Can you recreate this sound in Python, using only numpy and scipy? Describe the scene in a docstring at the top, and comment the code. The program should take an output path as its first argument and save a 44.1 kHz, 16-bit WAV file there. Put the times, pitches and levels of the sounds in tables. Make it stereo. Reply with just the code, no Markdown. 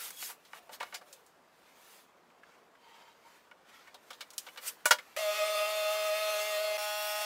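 """Gloved hands slide a plywood template over a board, with scuffs, knocks and brief squeaks. A pencil taps and
traces round it; the template is lifted and lands aside, ringing, on two corners. Then a jigsaw cuts the
overhanging board: each blade stroke drives the wood into a buzz, the teeth tear and the gears whine; the scene
changes to a later stretch of sawing. Faint workshop air lies underneath. The bass sits in the centre and the
treble spreads wide."""
import sys
import numpy as np
from scipy import signal
from scipy.fft import rfft, irfft, next_fast_len
from scipy.io import wavfile
from scipy.ndimage import uniform_filter1d, map_coordinates

SR = 44100
rng = np.random.default_rng(int(sys.argv[2]) if len(sys.argv) > 2 else 0)


def master(y):
    """Save y as 16-bit WAV."""
    cut = np.clip(np.atleast_2d(y).T, -1, 1)
    pcm = np.round(cut * 32767)  # scale
    wavfile.write(sys.argv[1], SR, pcm.astype(np.int16))


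N = 319724
TIME = np.arange(N) / SR
SAW_ON_S, SECOND_CUT_S = 5.163, 6.776


def amp(db):
    """dB to gain."""
    return 10 ** (np.asarray(db) / 20)


def unit(x):
    """Scale to rms 1."""
    return x / np.sqrt(np.mean(x ** 2) + 1e-20)


def gain_at(points, hz):
    """Gain from (Hz, dB) points on a log frequency axis."""
    point_hz, db = np.transpose(points)
    return amp(np.interp(np.log(hz + 1), np.log(point_hz + 1), db))


def curves(rows):
    """One value per sample for each column after the time."""
    times, *columns = np.transpose(rows)
    return [np.interp(TIME, times, column) for column in columns]


def wobble(knots_per_s):
    """Smooth random curve, rms near 1."""
    return map_coordinates(rng.standard_normal(2048), [TIME * knots_per_s], mode="mirror")


def random_phases():
    """One phase each for mid and side."""
    return rng.uniform(0, 2 * np.pi, (2, 1))


def swell_db(peak_s, swell_s, fade_s, power=2):
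    """Hump, 15 dB down at swell_s before and fade_s after its peak."""
    return -15 * ((TIME - peak_s) / np.where(TIME < peak_s, swell_s, fade_s)) ** power


def resonance(hz, centre_hz, width_hz):
    """Causal band-pass response."""
    return 1j * hz * width_hz / (centre_hz ** 2 - hz ** 2 + 1j * hz * width_hz)


def modal_response(hz, modes):
    """Sum of (Hz, width Hz, dB) resonances, alternating in sign."""
    return sum((-1) ** k * amp(db) * resonance(hz, centre_hz, width_hz)
               for k, (centre_hz, width_hz, db) in enumerate(modes))


def filtered(x, response):
    """Apply a complex frequency response."""
    size = next_fast_len(N + 8192)
    return irfft(rfft(x, size) * response(np.fft.rfftfreq(size, 1 / SR)), size)[..., :N]


def noise(spectrum, patchy_db, frame=256):
    """Two unrelated noises (mid, side) with shared patches of random gain."""
    bins = signal.stft(rng.standard_normal((2, N)), nperseg=frame)[2]
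    patches = uniform_filter1d(rng.standard_normal(bins.shape[1:]), size=3, axis=0)
    patches = uniform_filter1d(patches, size=8, axis=1)
    pair = signal.istft(bins * amp(patchy_db * unit(patches)), nperseg=frame)[1][:, :N]
    return unit(filtered(pair, lambda hz: gain_at(spectrum, hz)))


# Stereo width of near sources: (frequency [Hz], side minus mid [dB])
NEAR_WIDTH = [(90, -55), (200, -29), (400, -60), (700, -81), (1290, -103), (2380, -15.5), (4400, -3),
              (15000, -3.5)]


def to_stereo(pair, width=NEAR_WIDTH):
    """Left and right from mid and filtered side."""
    side = filtered(pair[1], lambda hz: gain_at(width, hz))
    return np.array([pair[0] + side, pair[0] - side])


# Microphone self-noise: (frequency [Hz], density [dB])
RUMBLE_SPECTRUM = [(15, -12), (60, 8), (200, 8), (400, -25)]


def rumble():
    """Low, steady self-noise of the microphone."""
    return to_stereo(amp(-86) * noise(RUMBLE_SPECTRUM, patchy_db=0.6), width=[(60, -13)])


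# Workshop air: (frequency [Hz], density [dB])
AIR_SPECTRUM = [(80, -55), (160, -10.5), (300, -7.5), (620, -5), (1120, -7), (3120, -25), (15100, -38.5),
                (16500, -46)]
# Its stereo width: (frequency [Hz], side minus mid [dB])
AIR_WIDTH = [(100, 1), (250, -15.5), (700, -17), (1300, -10.5), (2400, 4.5), (4400, 13), (15000, 5)]


def workshop_air():
    """Room noise; drops away when the saw starts."""
    level_db = -65 - 16 * (TIME > SAW_ON_S) + 0.83 * wobble(7.9)
    return to_stereo(amp(level_db) * noise(AIR_SPECTRUM, patchy_db=1.5), AIR_WIDTH)


# Faint tones: (start [s], length [s], start pitch, capped at top_hz [Hz], level [dB])
FAINT_TONES = [(.54, .27, 614, -63.5), (.92, .33, 742, -63)]


def faint_tones():
    """Soft, rough tones that sag in pitch; the first rises beforehand."""
    top_hz, rise_hz_per_s, sag_hz_per_s = 737, 2200, 900
    ramp_s, fade_db_per_s = 0.018, 27
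    out = np.zeros(N)
    for start_s, length_s, start_hz, db in FAINT_TONES:
        t = TIME - start_s
        top_s = max(top_hz - start_hz, 0) / rise_hz_per_s
        hz = top_hz - np.where(t < top_s, rise_hz_per_s * (top_s - t), sag_hz_per_s * (t - top_s))
        envelope = np.clip(np.minimum(t, length_s - t) / ramp_s, 0, 1) * amp(db - fade_db_per_s * abs(t))
        out += np.sqrt(2) * envelope * np.sin(2 * np.pi * np.cumsum(hz) / SR + 1.4 * wobble(90))
    return out * amp(3 * wobble(20))


# Glove, pencil and sheet strokes: (peak [s], swell [s], fade [s], body [dB], hiss [dB])
RUBS = [(.04, 0.17, 0.1, -51, -43.5), (.25, 0.1, 0.079, -61, -42), (.3, 0.028, 0.043, -50.5, -66),
        (.5, 0.31, 1, -70, -73), (.57, 0.054, 0.038, -53.5, -60), (.74, 0.025, 0.028, -53.5, -49.5),
        (.89, 0.12, 0.11, -65.5, -66.5), (1.1, 0.063, 0.18, -66.5, -67), (1.7, 0.22, 0.34, -65.5, -73),
        (1.95, 0.21, 0.12, -61.5, -61), (2.5, 0.1, 0.18, -67.5, -81), (2.95, 0.17, 0.31, -62.5, -74),
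        (3.3, 0.11, 0.21, -63, -71.5), (3.72, 0.066, 0.29, -59, -70), (4.1, 0.14, 0.3, -63, -70),
        (4.45, 0.17, 0.37, -63, -62.5), (4.65, 0.043, 0.099, -50.5, -48), (4.682, 0.027, 0.025, -67, -36.5),
        (5.0, 0.34, 0.39, -61.5, -67.5)]
# Rubbed board: (frequency [Hz], density [dB])
BODY_SPECTRUM = [(300, -33), (450, -7), (630, -12), (935, -4.5), (1400, -4), (2200, -6), (3500, -10),
                 (8000, -19), (12000, -49)]
# Surface hiss: (frequency [Hz], density [dB])
HISS_SPECTRUM = [(880, -29), (1500, -9.5), (3030, -5.5), (15100, -4), (16000, -16), (16500, -41)]


def rubbing():
    """Grit of the wood grain: a dull part through the board, a hiss off the surface."""
    body_power, hiss_power = amp(-72.5) ** 2, amp(-83.5) ** 2  # steady sleeve and glove rustle
    for peak_s, swell_s, fade_s, body_db, hiss_db in RUBS:
        contact_db = swell_db(peak_s, swell_s, fade_s)
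        body_power += amp(body_db + contact_db) ** 2
        hiss_power += amp(hiss_db + contact_db) ** 2
    grit = amp(0.8 * wobble(60)) * (TIME < SAW_ON_S)
    body = np.sqrt(body_power) * noise(BODY_SPECTRUM, patchy_db=2.8, frame=1024)
    hiss = np.sqrt(hiss_power) * noise(HISS_SPECTRUM, patchy_db=2.4, frame=512)
    return to_stereo(grit * (body + hiss))


# Stick-slip: (peak [s], swell [s], fade [s], slip rate [Hz], spectral peak [harmonic no.], level [dB])
STICK_SLIPS = [(.19, 0.077, .045, 3340, 1, -55), (0.952, 0.012, 0.027, 2426, 1.8, -47),
               (4.684, 0.018, 0.012, 2800, 2.9, -36)]


def squeaks():
    """A sliding surface sticks and slips unevenly: a short rasping note."""
    fall_db_per_harmonic, blur_rad = 7, 0.45
    out = np.zeros((2, N))
    for peak_s, swell_s, fade_s, hz, loudest, db in STICK_SLIPS:
        phase = 2 * np.pi * hz * TIME + blur_rad * wobble(250)
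        envelope_db = db + swell_db(peak_s, swell_s, fade_s)
        for k in range(1, 6):
            level_db = envelope_db - fall_db_per_harmonic * abs(k - loudest) + 4 * wobble(150)
            out += amp(level_db) * np.sin(k * phase + random_phases())
    return to_stereo(out)


# Hard drags along the edge: (peak [s], swell [s], fade [s], level [dB], upper mode trim [dB])
PENCIL_DRAGS = [(2.97, .2, .19, -62, -1), (3.28, .035, .035, -62, -14)]
# Board modes under the lead: (centre [Hz], width [Hz], gain [dB])
PENCIL_MODES = [(925, 35, 0), (2170, 140, -15), (3110, 120, -11), (4630, 200, -19)]


def pencil_drags():
    """Tiny uneven slips of the lead sound a few modes of the board."""
    slips_per_s = 2000
    out = np.zeros((2, N))
    for peak_s, swell_s, fade_s, db, upper_db in PENCIL_DRAGS:
        slips = (rng.random((2, N)) < slips_per_s / SR) * rng.standard_normal((2, N))
        modes = np.array(PENCIL_MODES, float)
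        modes[1:, 2] += upper_db
        scrape = unit(filtered(slips, lambda hz: modal_response(hz, modes)))
        out += amp(db + swell_db(peak_s, swell_s, fade_s, power=4)) * scrape
    return to_stereo(out * amp(wobble(29.7)))


# Pencil tip set down: (time [s], level [dB], note [Hz])
PENCIL_TAPS = [(2.303, -59.5, 2160), (2.4338, -50, 1660), (2.753, -55.5, 1610)]


def pencil_taps():
    """The tip meets wood: a dry click with a short hollow note."""
    note_t60_s, click_t60_s = 0.035, 0.045
    notes, clicks = np.zeros((2, N))
    for start_s, db, note_hz in PENCIL_TAPS:
        t = np.clip(TIME - start_s, 0, None)
        notes += amp(db - 60 * t / note_t60_s) * np.sin(2 * np.pi * note_hz * t)
        clicks += (t > 0) * amp(db + 9 - 60 * t / click_t60_s) * rng.standard_normal(N)
    return notes + filtered(clicks, lambda hz: resonance(hz, 1540, 1700) ** 2)


# Knocks, ticks and scuffs:
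# (time [s], ring [dB], crack [dB], ring centre [Hz], crack centre [Hz], sharpness [dB], rattle t60 [s])
CONTACTS = [(0.105, -49, -38, 1880, 8200, 12, 0.034), (0.2251, -38, -48, 2500, 11100, 14, 0.046),
            (.3, -46.5, -43, 910, 9800, 12, 0.12), (0.45, -66, -57, 1940, 4030, 10, 0.16),
            (0.5331, -47.5, -66, 1360, 4000, 23.5, 0.041), (0.6934, -49, -63, 830, 3830, 17.5, 0.14),
            (0.73, -59, -47.5, 2460, 4200, 1, 0.13), (.801, -40.5, -46.5, 2190, 3710, 2, 0.21),
            (0.8068, -36, -58, 1000, 4020, 17.5, 0.094), (.829, -34.5, -39.5, 1100, 3580, 8.5, 0.047),
            (.866, -52, -58, 2100, 4000, 8, 0.061), (0.924, -43.5, -60, 2130, 3910, 7, 0.11),
            (.942, -40, -36, 2060, 4860, 0, 0.11), (1.011, -46.5, -57, 940, 4430, -8, 0.082),
            (1.128, -71, -47, 3250, 6650, 15, 0.095), (1.264, -76, -63.5, 619, 6850, 21, 0.18),
            (3.513, -52, -72, 1500, 3500, 16, .07), (3.871, -45.5, -60, 2120, 4970, -6, 0.082),
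            (3.944, -50.5, -48, 870, 3700, 13.5, 0.074), (4.1047, -41.5, -41, 1280, 3720, 6, 0.07),
            (4.13, -54, -48, 1170, 3640, 8, 0.1), (4.2073, -39.5, -38, 2340, 4030, 5.5, 0.083),
            (4.3045, -67, -49, 633, 5800, 18, 0.068), (4.333, -56, -48, 1340, 6900, 4, 0.056),
            (4.381, -75, -34, 3380, 6900, 23, 0.089), (4.465, -43, -46.5, 1170, 3500, 3, 0.096),
            (4.486, -44.5, -55, 2930, 3520, 9, 0.045), (4.561, -52.5, -60, 1660, 3500, 18.5, 0.066),
            (4.574, -40.5, -43, 2170, 3930, 7, 0.088), (4.848, -45, -62, 2900, 3500, 3, 0.036),
            (4.986, -41, -45, 2050, 3480, 12, 0.086), (4.856, -28.5, -22.5, 1440, 7560, 14, 0.11),
            (4.9087, -18.5, -17, 1460, 5100, 8, 0.094)]
# Plywood modes: (centre [Hz], width [Hz], gain [dB])
BOARD_MODES = [(510, 34, -5), (599.5, 19, -1.5), (724, 29, -5), (927, 74, -2.5), (1173, 38, -5.5),
               (1445, 117, -4), (1800, 320, -13), (2230, 150, -4), (2945, 48, -6)]
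# Airborne crack: (frequency [Hz], density [dB])
CRACK_SPECTRUM = [(300, -47), (1180, -2), (2000, -5), (3190, -0.5), (5420, -4.5), (14800, -5.5),
                  (16500, 1.5)]


def knocks():
    """One sharp touch and a rattle of small impacts ring the board and crack in the air."""
    size, lead = 8192, 1024  # samples
    t, hz = np.arange(size - lead) / SR, np.fft.rfftfreq(size, 1 / SR)
    mid_side_gain = np.array([np.ones_like(hz), gain_at(NEAR_WIDTH, hz)])
    out = np.zeros((2, N))
    for start_s, ring_db, crack_db, ring_hz, crack_hz, sharp_db, t60_s in CONTACTS:
        attack_s = 0.0029 * amp(-sharp_db / 2)
        rattle = amp(-60 * t / t60_s) * (1 - np.exp(-t / attack_s))
        touch_tail = 0.1 * amp(sharp_db - 60 * t / 0.015)
        force = np.zeros((2, 2, size))  # (board, air) x (mid, side)
        force[..., lead:] = rng.standard_normal((2, 2, len(t))) * (rattle + touch_tail)
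        force[..., lead] = amp(sharp_db) * np.array([[2.0, 1.7], [0.85, 1.7]])
        # the spot struck sets which modes answer
        modes = [(centre, width, db + rng.normal(0, 1)) for centre, width, db in BOARD_MODES]
        wood = modal_response(hz, modes) + 0.1 + 0.36 * resonance(hz, ring_hz, 58)
        wood *= (0.17 + resonance(hz, ring_hz, ring_hz)) * resonance(hz, 620, 2900)
        crack_peak = 17 * resonance(hz, crack_hz, 0.7 * crack_hz) + 6 * resonance(hz, crack_hz, 350)
        air = gain_at(CRACK_SPECTRUM, hz) * (1 + crack_peak)
        for drive, response, db, pan_db in (force[0], wood, ring_db, 0), (force[1], air, crack_db, 2.2):
            response_rms = np.sqrt(np.mean(abs(response) ** 2))
            mid, side = irfft(rfft(drive) * response * mid_side_gain, size) / response_rms
            stereo = [amp(db + pan_db / 2) * (mid + side), amp(db - pan_db / 2) * (mid - side)]
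            out[:, round(start_s * SR) - lead:][:, :size] += stereo
    return out


# Template corners landing: (time [s], level [dB])
LANDINGS = [(4.856, -23), (4.9087, -18)]
# Free template modes: (frequency [Hz], gain at corner 1 [dB], gain at corner 2 [dB], t60 [s])
TEMPLATE_MODES = [(611.5, -3, -4.5, 0.066), (973, -8.5, -8, 0.14), (1396, -14, 1, .085),
                  (1467, 3, -1, 0.099), (1910, -13, -6, .085), (2370, 1, -16, 0.034),
                  (2860, -8.5, -4, 0.084), (3270, -22, -5, 0.1)]


def template_drop():
    """Each landing rings the modes of the loose sheet anew."""
    attack_s = 0.0013
    out = np.zeros((2, N))
    for corner, (start_s, db) in enumerate(LANDINGS):
        t = np.clip(TIME - start_s, 0, None)
        attack = 1 - np.exp(-t / attack_s)
        for hz, *corner_db, t60_s in TEMPLATE_MODES:
            decay = amp(db + corner_db[corner] + wobble(120) - 60 * t / t60_s)
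            out += attack * decay * np.sin(2 * np.pi * hz * t + random_phases())
    return to_stereo(out)


def blade_buzz(levels_db, base_db, stroke_rad, given_gains, drift_db, drift_rad):
    out = np.zeros((2, N))
    for k, db in enumerate(levels_db, start=2):
        if db is None:
            gain = given_gains[k]
        else:
            gain = amp(base_db + db + drift_db * k ** 0.27 * (1.3 * wobble(11) + 0.6 * wobble(40)))
        phase = k * stroke_rad + drift_rad * k ** 1.136 * wobble(22) + random_phases()
        out += np.sqrt(2) * gain * np.sin(phase)
    return out


def gear_whine(tones):
    """Blurred, wavering gear tones."""
    return sum(amp(db + 2.5 * wobble(9))
               * np.sin(2 * np.pi * hz * TIME + 1.4 * wobble(80) + random_phases()) for hz, db in tones)


# First scene of sawing, stroke harmonics from 2 up: (level re base [dB])
EDGE_HARMONICS = [-25.5, None, -14.5, -21, None, -20.5, -21.5, -16.5, -13.5, -18.5, -13.5, None, -24.5, -19,
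                  -18, None, -31, -27.5, -18, -19, -42, -36, -21.5, -28, -40]
# Shaking overhang: (time [s], harmonic 3 [dB], harmonic 6 [dB])
EDGE_SHAKE = [(5.23, -34, -55), (5.298, -30.5, -40.5), (5.37, -45.5, -47), (5.425, -28.5, -40.5),
              (5.46, -37.5, -44.5), (5.612, -33, -38), (5.698, -38, -44), (5.778, -35, -48),
              (5.886, -32.5, -39.5), (5.97, -35.5, -49.5), (6.075, -34, -42.5), (6.132, -30, -47),
              (6.166, -36.5, -47), (6.24, -35.5, -42), (6.376, -35, -44.5), (6.47, -40.5, -49),
              (6.568, -33.5, -48), (6.746, -35.5, -55), (6.76, -36.5, -69)]
# Whine of the cut: (time [s], harmonic 13 [dB], harmonic 17 [dB])
EDGE_WHINE = [(5.18, -45, -59), (5.26, -50, -47), (5.48, -53, -49), (5.58, -45.5, -43), (5.65, -40.5, -51),
              (5.74, -52, -48), (5.86, -45, -44.5), (6.02, -48.5, -49), (6.26, -50, -46),
              (6.42, -45.5, -56), (6.53, -47, -46.5), (6.62, -50, -59)]
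# Teeth tearing wood: (frequency [Hz], density [dB])
EDGE_TEETH = [(120, -86), (200, -50.5), (542, -21), (628, -2), (728, -28), (829, -18), (961, -27.5),
              (1240, -5.5), (1400, -21.5), (1700, -20.5), (2250, -14.5), (2600, -11.5), (2900, -16),
              (3300, -13.5), (3800, -16.5), (4400, -17.5), (4900, -17.5), (15600, -23.5), (16500, -60)]
# Gear tones: (frequency [Hz], level [dB])
EDGE_GEARS = [(11305, -62), (13501, -59)]


def early_sawing(stroke_rad):
    """The blade chatters as it runs up, the overhang shakes, and the nearly severed piece flaps."""
    chatter_s, chatter_hz, flap_hz, edge_hz = 0.065, 55.3, 29, 1212
    shake_db, sixth_db = curves(EDGE_SHAKE)
    thirteenth_db, seventeenth_db = curves(EDGE_WHINE)
    run_up = np.clip((SAW_ON_S + chatter_s - TIME) / 0.018, 0, 1)
    chatter_db = 8 * run_up * (np.sin(2 * np.pi * chatter_hz * (TIME - 5.17)) - 1)
    flap = np.clip((TIME - 6.58) / 0.041, 0, 1)
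    flap_db = 2.07 * flap * np.sin(2 * np.pi * flap_hz * (TIME - 6.64))
    sixth_db += 1.4 * wobble(45)
    gains = {3: amp(shake_db + chatter_db + flap_db + 0.28 * wobble(46)), 6: amp(sixth_db),
             13: amp(thirteenth_db + wobble(40)), 17: amp(seventeenth_db + wobble(40))}
    swing_db = shake_db - np.mean(EDGE_SHAKE, axis=0)[1]
    bite = amp(-40 - 0.065 * swing_db - 2 * flap + 0.78 * wobble(20))  # louder when the edge lies still
    labouring_rad = stroke_rad + (0.03 + 0.15 * run_up) * wobble(30)
    base_db = -36.5 - 0.84 * run_up
    buzz = blade_buzz(EDGE_HARMONICS, base_db, labouring_rad, gains, drift_db=1.3, drift_rad=0.025)
    teeth = bite * noise(EDGE_TEETH, patchy_db=4, frame=2048)
    gears = gear_whine(EDGE_GEARS)
    # the loose edge rings just under harmonic 6 and beats with it
    ring = amp(sixth_db - 10 + 4 * wobble(12)) * np.sin(2 * np.pi * edge_hz * TIME + 2.5 * wobble(14))
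    return buzz + teeth + gears + ring


# Second scene of sawing, stroke harmonics from 2 up: (level re base [dB])
LATER_HARMONICS = [-26.5, None, -2.2, -11, None, -6.5, -14, -10.5, -13, -14, -11, -4.5, -13.5, -27,
                   -6.5, -12, -36, -31, -13, -19, -15.5, -26, -22, -23, -7.5, -12]
# Teeth tearing wood: (frequency [Hz], density [dB])
LATER_TEETH = [(120, -83), (200, -47), (562, -21.5), (628, -14.5), (860, -18), (926, -25), (1240, -12),
               (1400, -19), (1580, -16), (2650, -12.5), (15000, -18.5), (16500, -19.5)]
# Gear tones: (frequency [Hz], level [dB])
LATER_GEARS = [(7149, -62), (11989, -52)]


def later_sawing(stroke_rad):
    """Steady sawing; the teeth tear a little harder on the upstroke."""
    base_db, gains = -43, {3: amp(-41), 6: amp(-47)}
    buzz = blade_buzz(LATER_HARMONICS, base_db, stroke_rad, gains, drift_db=0.46, drift_rad=0.048)
    teeth = noise(LATER_TEETH, patchy_db=3.5, frame=2048)
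    bite = amp(-40.5 + 0.78 * wobble(20)) * (1 + 0.13 * np.sin(stroke_rad))
    return buzz + bite * teeth + gear_whine(LATER_GEARS)


# Blade speed under load: (time [s], stroke rate [Hz])
STROKE_RATE = [(5.163, 183.8), (5.19, 213.7), (5.22, 212.4), (5.28, 207.5), (5.34, 208), (5.37, 212.7),
               (5.42, 207.9), (5.46, 211.3), (5.62, 207.8), (5.71, 211.9), (5.84, 209.4), (5.875, 208.5),
               (5.94, 211.7), (6.08, 209.5), (6.12, 208), (6.165, 212), (6.32, 211.4), (6.36, 208.7),
               (6.48, 211.4), (6.56, 207.7), (6.64, 211.6), (6.76, 209.5), (7.25, 209.8)]


def jigsaw():
    """The blade drives the board once a stroke; the first scene of sawing fades out, then the second fades in."""
    attack_s, handover_s = 0.0018, 0.00497
    stroke_rad = 2 * np.pi * np.cumsum(curves(STROKE_RATE)[0]) / SR
    attack = np.clip((TIME - SAW_ON_S) / attack_s, 0, 1)
    handover = (TIME - SECOND_CUT_S) / handover_s
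    first = attack * np.clip(-handover, 0, 1) * early_sawing(stroke_rad)
    second = np.clip(handover, 0, 1) * later_sawing(stroke_rad)
    return to_stereo(first + second)


def scene():
    """Background, handwork and saw, in stereo."""
    background = workshop_air() + rumble() + faint_tones()
    handwork = rubbing() + squeaks() + pencil_drags() + pencil_taps() + knocks() + template_drop()
    return background + handwork + jigsaw()


def record(dry):
    """Steep low-pass band limit."""
    top_hz, skirt_hz, stop_db = 15750, 600, -120
    return filtered(dry, lambda hz: amp(stop_db * np.clip((hz - top_hz) / skirt_hz, 0, 1)))


dry = scene()
out = record(dry)
master(out)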